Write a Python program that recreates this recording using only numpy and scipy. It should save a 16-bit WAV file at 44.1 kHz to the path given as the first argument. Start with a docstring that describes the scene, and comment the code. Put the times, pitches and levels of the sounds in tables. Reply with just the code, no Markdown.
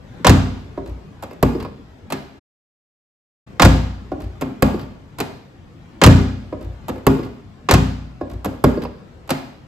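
"""Under a carport with brick walls, a car door is slammed, its lock motor settles, the handle is pulled, the latch lets
go and the door swings open, four times over; three times one hears it reach its stop. Each contact is a burst of noise
(crack) plus decaying sine waves for latch plate, door panel and cabin air, with fading noise as the walls' answer.
Shaped noise makes the distant traffic and air. A phone close by squashes the loudest blows; the sound is cut for a second.
"""
import sys
import numpy as np
from scipy import signal
from scipy.fft import rfft, irfft, next_fast_len
from scipy.io import wavfile
from scipy.ndimage import uniform_filter1d

SR = 44100
rng = np.random.default_rng(int(sys.argv[2]) if len(sys.argv) > 2 else 0)


def transcribe(signal):
    """Save signal, clipped to [-1, 1], as a 16-bit WAV file at the path in sys.argv[1]."""
    frames = np.atleast_2d(signal).T
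    limited = np.clip(frames, -1, 1)
    pcm = np.round(limited * 32767).astype(np.int16)
    wavfile.write(sys.argv[1], SR, pcm)


N = 426447
CONTACT_LENGTH = 36000  # longest sound of one contact [samples]
SPLIT_HZ = 5200  # above this a crack is only a brief snap

# When each action happens, and how it differs from its usual self:
# (time [s], stretch of the delays [factor], extra crack [dB], extra knock [dB], extra thud [dB])
SLAM_TIMES = [(.2461, 0.98, -1, 0, 0), (3.5964, 1.057, 0, 2, 0.5), (6.0153, .98, 1, 4, 4),
              (7.6876, 1.03, -3.5, -2, -3)]
LOCK_TIMES = [(.7735, 1, 2, 0, -1), (4.1155, 1.02, 5, 0.07, 1.4), (6.5235, 1.01, 1, -0.73, -2),
              (8.2095, 1.03, 4, 0.97, 0)]
HANDLE_TIMES = [(1.224, 1.06, -5, -5, -11), (4.4106, .82, 0, 3, 2.5), (6.882, .95, -1, 0, 2),
                (8.4449, 1.12, 2, 1.5, 3.5)]
RELEASE_TIMES = [(1.4268, 1.0, -2, -.5, 0), (4.6228, .96, 2.5, 1, 0), (7.0664, 1.04, 0.5, .5, -1),
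                 (8.6395, 1.02, -1, -1, 1)]
RATTLE_TIMES = [(1.5998, 1.38, 4.5, 8, 2.5), (4.792, 1.06, 0, -8, -0.5), (7.229, 0.95, -2, -3.5, 1),
                (8.8181, .92, 4, 11, 6)]
STOP_TIMES = [(2.1015, 1.22, -3, 0, -3), (5.1843, 1.03, -1, -1.3, 0), (9.2917, .74, 2.5, 0.028, 2)]
# Actions that keep their usual pace: (time [s], extra crack [dB], extra knock [dB], extra thud [dB])
TICK_TIMES = [(1.3087, 4, 9, -6), (4.4789, -12, -2, 11), (6.9576, 0, 7, 3), (8.5381, -16, -7.5, 0)]
TAP_TIMES = [(.1374, -15, -22, -18.5), (.1962, -23, -18, -8), (4.703, 0, 2, -4.5), (7.1494, -2, 5.5, 2),
             (9.2753, 0, -18, -23)]
FALL_BACK_TIMES = [(1.5471, -1, 1, 0.24), (4.7394, 4.5, -1.9, 0.96), (7.1885, 3, -2.6, -1.8),
                   (8.7696, -6, 2.5, 0.72)]

# The run of contacts inside each action, at its usual pace and strength:
# (delay [s], crack [dB], knock [dB], panel [dB], cabin [dB], snap over the crack's treble [dB])
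SLAM_CONTACTS = [(0, -7.5, -10, -15, -32, -15), (.022, -2, -10.5, -15, -7, -2),
                 (.049, -6.5, -11, -5, -8.5, -.5)]  # first catch, second catch, door seats
LOCK_CONTACTS = [(0, -42, -20, -21, -31, -12), (.085, -40.5, -51, -35, -35.5, -2.5),
                 (.1, -42.5, -65, -37, -31, 0), (.12, -44.5, -59, -36, -24, -1.5)]  # a dull knock, three faint ticks
HANDLE_CONTACTS = [(0, -20.5, -37.5, -24, -38, -2), (.009, -22, -20, -20.5, -23, -2.2)]  # lift, slack taken up
TICK_CONTACTS = [(0, -45, -31.5, -35, -34, -2), (.021, -44.5, -42, -54.5, -50, -2)]  # the rod behind the handle ticks twice
RELEASE_CONTACTS = [(0, -9.5, -6, -26.5, -30.5, 0), (.0044, -12, -8.5, -4, -9, -5)]  # pawl slips, door springs off its seal
TAP_CONTACTS = [(0, -36.5, -29, -21.5, -37, -2)]  # one soft bump in the door
FALL_BACK_CONTACTS = [(0.0019, -42.5, -20.5, -19, -32.5, -6.5)]  # the handle drops back on its spring
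RATTLE_CONTACTS = [(0, -33.5, -45, -27, -28, -5), (.018, -41, -34.5, -30.5, -33.5, 5),
                   (.034, -41.5, -25, -30, -34, -6)]  # three clacks of the loose latch
STOP_CONTACTS = [(0, -24, -33, -27.5, -53, -2.5), (.016, -15, -19.5, -16, -32.5, -0.5)]  # the strap touches, then takes the weight

# Notes at which each part rings: (frequency [Hz], relative level [dB], time to fall 60 dB before damping [s])
PLATE_MODES = [(398.1, 1, 0.13), (463.6, -8, 0.14), (523.5, 3.5, 0.079), (606.3, -5.5, .12),
               (714, -5.5, 0.054), (794, -9, 0.081), (971, -8, 0.078), (1081.5, -4.5, 0.076),
               (1237, -3, 0.035), (1429, -10.5, 0.049), (1663, -12.5, 0.077), (1890, -14, 0.027),
               (2136, -9, 0.041), (2430, -13, 0.044), (2602, -14, .06), (2790, -17, 0.043),
               (4560, -11, 0.052), (4970, -11.5, 0.085)]
PANEL_MODES = [(151.2, -8.5, 0.45), (181.5, -2, 0.18), (206.6, -6.5, 0.38), (243.46, -8, 0.67),
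               (267.4, -4, 0.49), (302.7, -3.5, 0.2), (358.5, -1, .15)]
CABIN_MODES = [(41.4, -19, .5), (58.85, 1, .75), (76, -15.5, 0.26), (90.83, 3, 0.53), (107, -8.5, 0.51),
               (121.7, -1, 0.4)]
# Blow-to-blow change of these notes, as a standard deviation: (plate [dB], panel [dB], cabin [dB])
MODE_SCATTER = (2.5, 1.2, .8)

# How strongly each kind of contact drives the notes: (frequency [Hz], drive [dB])
SLAM_DRIVE = [(60, 5), (100, 6.5), (200, 1), (400, -1.5), (900, -2.5), (2500, 6.5), (4500, -6.5)]
LOCK_DRIVE = [(60, 4.5), (100, 1), (150, -7.5), (250, -9), (310, 6.5), (370, 4.5), (450, -4), (600, 6),
              (1100, 3.5), (2500, -8.5), (4500, -19)]
HANDLE_DRIVE = [(60, -6), (110, -4), (250, -1), (370, 0), (800, -3.5), (2500, 3.5), (4500, -7.5)]
RELEASE_DRIVE = [(60, 0), (90, -1.5), (120, 1.5), (180, 2.5), (260, 3), (400, -2), (535, 1), (750, -1.5),
                 (1100, -0.5), (2500, -3.5), (4500, -8.5)]
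FALL_BACK_DRIVE = [(60, -5.5), (200, -5), (260, -7.5), (320, 7.5), (480, 1), (800, -9.5), (2500, -7)]
RATTLE_DRIVE = [(60, -4.5), (250, -3), (500, -7), (900, 6), (2500, 3.5), (4500, -4)]
STOP_DRIVE = [(60, -3), (125, 12.5), (180, -4), (260, 1.5), (365, 4.5), (700, -3.5), (1400, 4.5),
              (2500, 16.5), (4500, 3)]

# Tone colour of each kind of crack: (frequency [Hz], relative level [dB])
SLAM_CRACK = [(410, -27.5), (700, 2.5), (1100, -1.5), (2000, -9.5), (2700, -10.5), (4100, -10.5),
              (5700, -13.5), (7000, -11.5), (9800, -16), (12300, -18.5), (16000, -36)]
CLICK_CRACK = [(410, -18), (700, -3.5), (1230, -11.5), (1660, -20), (3300, -23), (6000, -28.5),
               (7200, -23.5), (9700, -28.5), (11700, -22), (13500, -26), (16000, -52)]
RATTLE_CRACK = [(410, -19), (900, 4.5), (2000, -5), (3600, -7.5), (4800, -5), (5800, -15), (9000, -16),
                (12500, -13), (16000, -37)]
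STOP_CRACK = [(410, -5.5), (700, 6), (1500, -5.5), (2500, -7.5), (3400, -11), (4100, -8), (5800, -14.5),
              (8500, -13), (12900, -14), (16000, -36.5)]

# How alike left and right are in the direct crack: (frequency [Hz], likeness [-1 to 1])
CRACK_LIKENESS = [(700, 0.43), (2500, .6), (5000, 0.82), (8500, 0.99)]
# How alike left and right are in the walls' answer and the yard: (frequency [Hz], likeness [-1 to 1])
SPREAD_OUT_LIKENESS = [(60, 0.96), (180, 0.82), (400, .6), (1000, 0.064), (4000, .15), (6500, .4),
                       (8500, 0.94), (15000, 1)]
# How long the walls' answer lasts: (frequency [Hz], time to fall 60 dB [s])
WALL_DECAY = [(60, 0.96), (250, 0.48), (800, 0.59), (2000, 0.62), (5000, 0.68), (9000, 0.47), (14000, 0.55)]
# Tone colour of the walls' answer: (frequency [Hz], gain [dB])
WALL_TONE = [(40, -15), (200, 7), (800, -2), (3000, -3.5), (7000, -8.5), (11000, -11), (15000, -16)]
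# Tone colour of the yard: (frequency [Hz], relative level [dB])
YARD_TONE = [(15, -51.5), (25, -18.5), (39, -12), (90, -3.5), (139, -5), (213, -9.5), (286, -12),
             (415, -18), (1280, -26.5), (3500, -36.5), (7090, -46.5), (10000, -52.5), (12400, -54.5),
             (15000, -74)]
# Loudness of the yard over time: (time [s], level [dB])
YARD_LEVEL = [(0, -42.5), (0.199, -37), (1.1, -41.5), (1.9, -42.5), (2.4, -44), (3.461, -40.5), (4.4, -40),
              (5.0, -43), (5.5, -44.5), (5.95, -41.5), (6.8, -40), (7.5, -43), (9.102, -42.5),
              (9.67, -43.5)]
# How far left lags right around the phone's body: (frequency [Hz], lag [radians])
PORT_LAG = [(100, .03), (1000, .35), (4000, 1.4), (7500, 0.82), (9800, 2.9), (12000, 5.6), (15500, 4.8)]
# The silent gap: (start [s], end [s])
SILENT_GAP = (2.396, 3.464)


def door():
    """All the door's actions, each a run of short contacts, added together."""
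    return (slam() + lock_motor() + handle_pull() + rod_ticks() + latch_release()
            + soft_taps() + handle_fall_back() + latch_rattle() + door_stop())


def slam():
    """The door hits its latch and seats; hard edges make a sharp crack and the panel rings freely."""
    return contacts(spelled_out(SLAM_TIMES, SLAM_CONTACTS), SLAM_CRACK, SLAM_DRIVE,
                    burst=0.076, spread=0.02, damping=0.91, rise=0.016, wet_db=-3.5, edge=0.0004)


def lock_motor():
    """The lock motor settles with a dull knock and faint ticks, all soft-edged."""
    return contacts(spelled_out(LOCK_TIMES, LOCK_CONTACTS), STOP_CRACK, LOCK_DRIVE,
                    burst=0.06, spread=0.011, damping=1.58, rise=0.013, wet_db=0.5, edge=0.0025)


def handle_pull():
    """The handle lifts and takes up its slack, while the hand on it damps the ringing."""
    return contacts(spelled_out(HANDLE_TIMES, HANDLE_CONTACTS), CLICK_CRACK, HANDLE_DRIVE,
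                    burst=0.056, spread=0.01, damping=1.5, rise=0.019, wet_db=-2.0, edge=0.0023)


def rod_ticks():
    """The rod behind the handle ticks twice, well damped."""
    return contacts(spelled_out(TICK_TIMES, TICK_CONTACTS), CLICK_CRACK, HANDLE_DRIVE,
                    burst=0.056, spread=0.018, damping=2.3, rise=0.017, wet_db=-1.5, edge=0.0018)


def latch_release():
    """The pawl slips and the door springs off its seal, a single push on the panel."""
    return contacts(spelled_out(RELEASE_TIMES, RELEASE_CONTACTS), CLICK_CRACK, RELEASE_DRIVE,
                    burst=0.03, spread=0.0071, damping=2.17, rise=0.0057, wet_db=-2.5, edge=0.00059,
                    panel_wave=False)


def soft_taps():
    """Soft bumps in the door that die away fast."""
    return contacts(spelled_out(TAP_TIMES, TAP_CONTACTS), CLICK_CRACK, HANDLE_DRIVE,
                    burst=0.04, spread=0.01, damping=2.2, rise=0.0066, wet_db=-7.5, edge=0.0015)


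def handle_fall_back():
    """The handle drops back on its spring with one damped knock."""
    return contacts(spelled_out(FALL_BACK_TIMES, FALL_BACK_CONTACTS), RATTLE_CRACK, FALL_BACK_DRIVE,
                    burst=0.05, spread=0.012, damping=1.9, rise=0.0068, wet_db=-3, edge=0.002)


def latch_rattle():
    """The loose latch clacks three times, heavily damped."""
    return contacts(spelled_out(RATTLE_TIMES, RATTLE_CONTACTS), RATTLE_CRACK, RATTLE_DRIVE,
                    burst=0.078, spread=0.015, damping=2.4, rise=0.011, wet_db=-4, edge=0.0027)


def door_stop():
    """The strap touches, then takes the door's weight; the rubber stop damps the ringing."""
    return contacts(spelled_out(STOP_TIMES, STOP_CONTACTS), STOP_CRACK, STOP_DRIVE,
                    burst=0.08, spread=0.013, damping=1.85, rise=0.028, wet_db=-2.0, edge=0.0018)


def spelled_out(actions, steps):
    """Every contact of every action; the thud moves panel and cabin together."""
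    table = []
    for start, *rest in actions:
        stretch = rest[0] if len(rest) == 4 else 1
        more_crack, more_knock, thud = rest[-3:]
        for delay, crack, knock, panel, cabin, snap in steps:
            table.append((start + stretch * delay, crack + more_crack, knock + more_knock,
                          panel + thud, cabin + thud, snap))
    return table


def contacts(table, colour, drive, burst, spread, damping, rise, wet_db, edge, panel_wave=True):
    """Each blow makes a noisy crack, rings plate and panel and slowly pumps the cabin air, near and off the walls.

    burst: fall of the crack by 60 dB [s]; spread: span of the rebounds [s]; damping: speed-up of the decay;
    rise: build-up of the cabin air [s]; edge: softness of the blow [s]; wet_db: gain of the walls' answer [dB]
    """
    near, far = np.zeros((2, 2, N + CONTACT_LENGTH))

    def bands(hz):
        """Split the crack's colour into its body and its treble snap."""
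        treble = hz ** 4 / (hz ** 4 + SPLIT_HZ ** 4)
        return gain(along(colour, hz)) * np.array([1 - treble, treble])

    # the click sits 300 samples in, leaving room for the filter's ringing ahead of it
    clicks = filtered(signal.unit_impulse(CONTACT_LENGTH, 300), bands)
    scale = np.linalg.norm(clicks.sum(0))
    for start, crack_db, knock_db, panel_db, cabin_db, snap_db in table:
        envelopes = [chatter(burst, spread, edge), chatter(0.53 * burst, 0.23 * spread, edge)]
        fade = gain([[crack_db], [crack_db + snap_db]]) * envelopes / scale
        noise = rng.standard_normal((2, 1, fade.shape[1]))
        crack = (fade * filtered(noise, bands)).sum(1)

        plate = ring(PLATE_MODES, drive, damping, rise / 7 + edge, MODE_SCATTER[0])
        knock = gain(knock_db + 8.5) * rebound(plate, spread)
        panel = ring(PANEL_MODES, drive, damping, rise / 2.5, MODE_SCATTER[1], panel_wave)
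        cabin = ring(CABIN_MODES, drive, damping, rise, MODE_SCATTER[2])
        body = gain(panel_db + 6.5) * panel + gain(cabin_db + 2.5) * cabin

        # the plate sits to the right of the phone, the big panel to the left
        at = round(start * SR)
        near[:, at:at + CONTACT_LENGTH] += knock * gain([[-1.1], [1.1]]) + body * gain([[.6], [-.6]])
        direct = ports(crack, [(1000, 0)], CRACK_LIKENESS)
        near[:, at:at + fade.shape[1]] += direct * gain([[-.6], [.6]])

        # the walls get the crack's energy as one click, so that its tail stays even
        crack_click = np.linalg.norm(fade, axis=1) @ clicks
        answer = walls(crack_click + 0.83 * knock + 0.37 * body)
        far[:, at:at + CONTACT_LENGTH] += gain(wet_db) * answer
    return near[:, :N] + ports(far[:, :N], WALL_TONE, SPREAD_OUT_LIKENESS)


def chatter(burst, spread, edge):
    """Loudness shape of a crack: a fading crunch broken up by five weaker rebounds."""
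    t = np.arange(SR // 6) / SR
    after = t - spread * rng.random((5, 1))
    strength = gain(-7.5 - 15 * rng.random((5, 1)))
    rebounds = strength * (after >= 0) * gain(-60 * np.abs(after) / 0.0093)
    return (gain(-60 * t / burst) + rebounds.sum(0)) * (1 - np.exp(-t / edge))


def rebound(x, spread):
    """The loose plate is struck again three times, each weaker than the first blow."""
    again = [gain(-3 - 12 * size) * np.roll(x, int(late * spread * SR)) for late, size in rng.random((3, 2))]
    return x + sum(again)


def ring(modes, drive, damping, rise, scatter_db, wave=True):
    """Decaying notes at new strengths: a spreading bending wave alternates their signs, a single push does not."""
    hz, db, t60 = np.transpose(modes)[:, :, None]
    length = min(CONTACT_LENGTH, int(1.2 * SR * t60.max() / damping))
    t = np.arange(length) / SR
    strength = db + along(drive, hz) + scatter_db * rng.standard_normal(db.shape)
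    level = strength - 60 * damping * t / t60
    sign = (-1 if wave else 1) ** np.arange(len(modes))[:, None]
    notes = (sign * gain(level) * np.sin(2 * np.pi * hz * t)).sum(0)
    build_up = 1 - np.exp(-(t / rise) ** 2)
    return np.pad(notes * build_up / np.sqrt(len(modes)), (0, CONTACT_LENGTH - length))


def walls(x):
    """The brick walls answer with a noise tail that dies at its own speed at each pitch."""
    noise = rng.standard_normal((2, CONTACT_LENGTH))
    hz, t, grid = signal.stft(noise, SR, nperseg=256)
    fading = grid * gain(-60 * t / along(WALL_DECAY, hz)[:, None])
    tail = signal.istft(fading, SR, nperseg=256)[1][:, :CONTACT_LENGTH]
    tail /= np.linalg.norm(tail, axis=1, keepdims=True)
    late = np.pad(x, (200, 0))  # the answer starts 200 samples later
    return signal.fftconvolve(late[None], tail, axes=1)[:, :CONTACT_LENGTH]


def yard():
    """Distant traffic rumble and air: coloured noise in patches of changing strength."""
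    grid = signal.stft(rng.standard_normal((2, N)), nperseg=2048)[2]
    patches = rng.standard_normal(grid.shape[1:])
    patches = uniform_filter1d(patches, size=5, axis=0)  # smooth across pitch
    patches = uniform_filter1d(patches, size=3, axis=1)  # smooth across time
    pair = signal.istft(grid * gain(2.9 * unit(patches)), nperseg=2048)[1][:, :N]
    time, db = np.transpose(YARD_LEVEL)
    level = gain(np.interp(np.arange(N) / SR, time, db))
    # a little stronger on the left
    return level * unit(ports(pair, YARD_TONE, SPREAD_OUT_LIKENESS)) * gain([[1.2], [-1.2]])


def ports(pair, spectrum, alike):
    """Two unrelated signals, coloured and mixed to a left and right of the given likeness."""
    def shares(hz):
        """Middle and side parts whose balance sets the likeness."""
        turn = np.arccos(np.clip(along(alike, hz), -1, 1)) / 2
        return gain(along(spectrum, hz)) * [np.cos(turn), np.sin(turn)]

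    mid, side = filtered(pair, shares)
    return np.array([mid + side, mid - side])


def gain(db):
    """The factor that belongs to a level in dB."""
    return 10 ** (np.asarray(db) / 20)


def unit(x):
    """Bring x to an average (rms) strength of 1."""
    return x / np.sqrt(np.mean(x ** 2) + 1e-20)


def along(points, hz):
    """Read a curve of (frequency [Hz], value) points on a log frequency axis."""
    f, v = np.transpose(points)
    return np.interp(np.log(hz + 1), np.log(f + 1), v)


def filtered(x, response):
    """Reshape x by a response that depends on frequency."""
    n = x.shape[-1]
    m = next_fast_len(n + 8192)  # extra room keeps the end from wrapping onto the start
    return irfft(rfft(x, m) * response(np.fft.rfftfreq(m, 1 / SR)), m)[..., :n]


def scene():
    """The door in its yard."""
    return door() + yard()


def record(dry):
    """The phone's two spaced ports, soft clipping near full scale, a top limit and the silent gap."""
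    sides = np.array([[1], [-1]])
    spaced = filtered(dry, lambda hz: np.exp(-.5j * along(PORT_LAG, hz) * sides))
    clipped = spaced / (1 + np.abs(spaced) ** 8) ** (1 / 8)
    limited = filtered(clipped, lambda hz: hz < 16000)
    t = np.arange(N) / SR
    outside_gap = np.maximum(SILENT_GAP[0] - t, t - SILENT_GAP[1])
    gate = np.clip(outside_gap / 0.011, 0, 1)  # 11 ms fades
    return gate * limited


dry = scene()
out = record(dry)
transcribe(out)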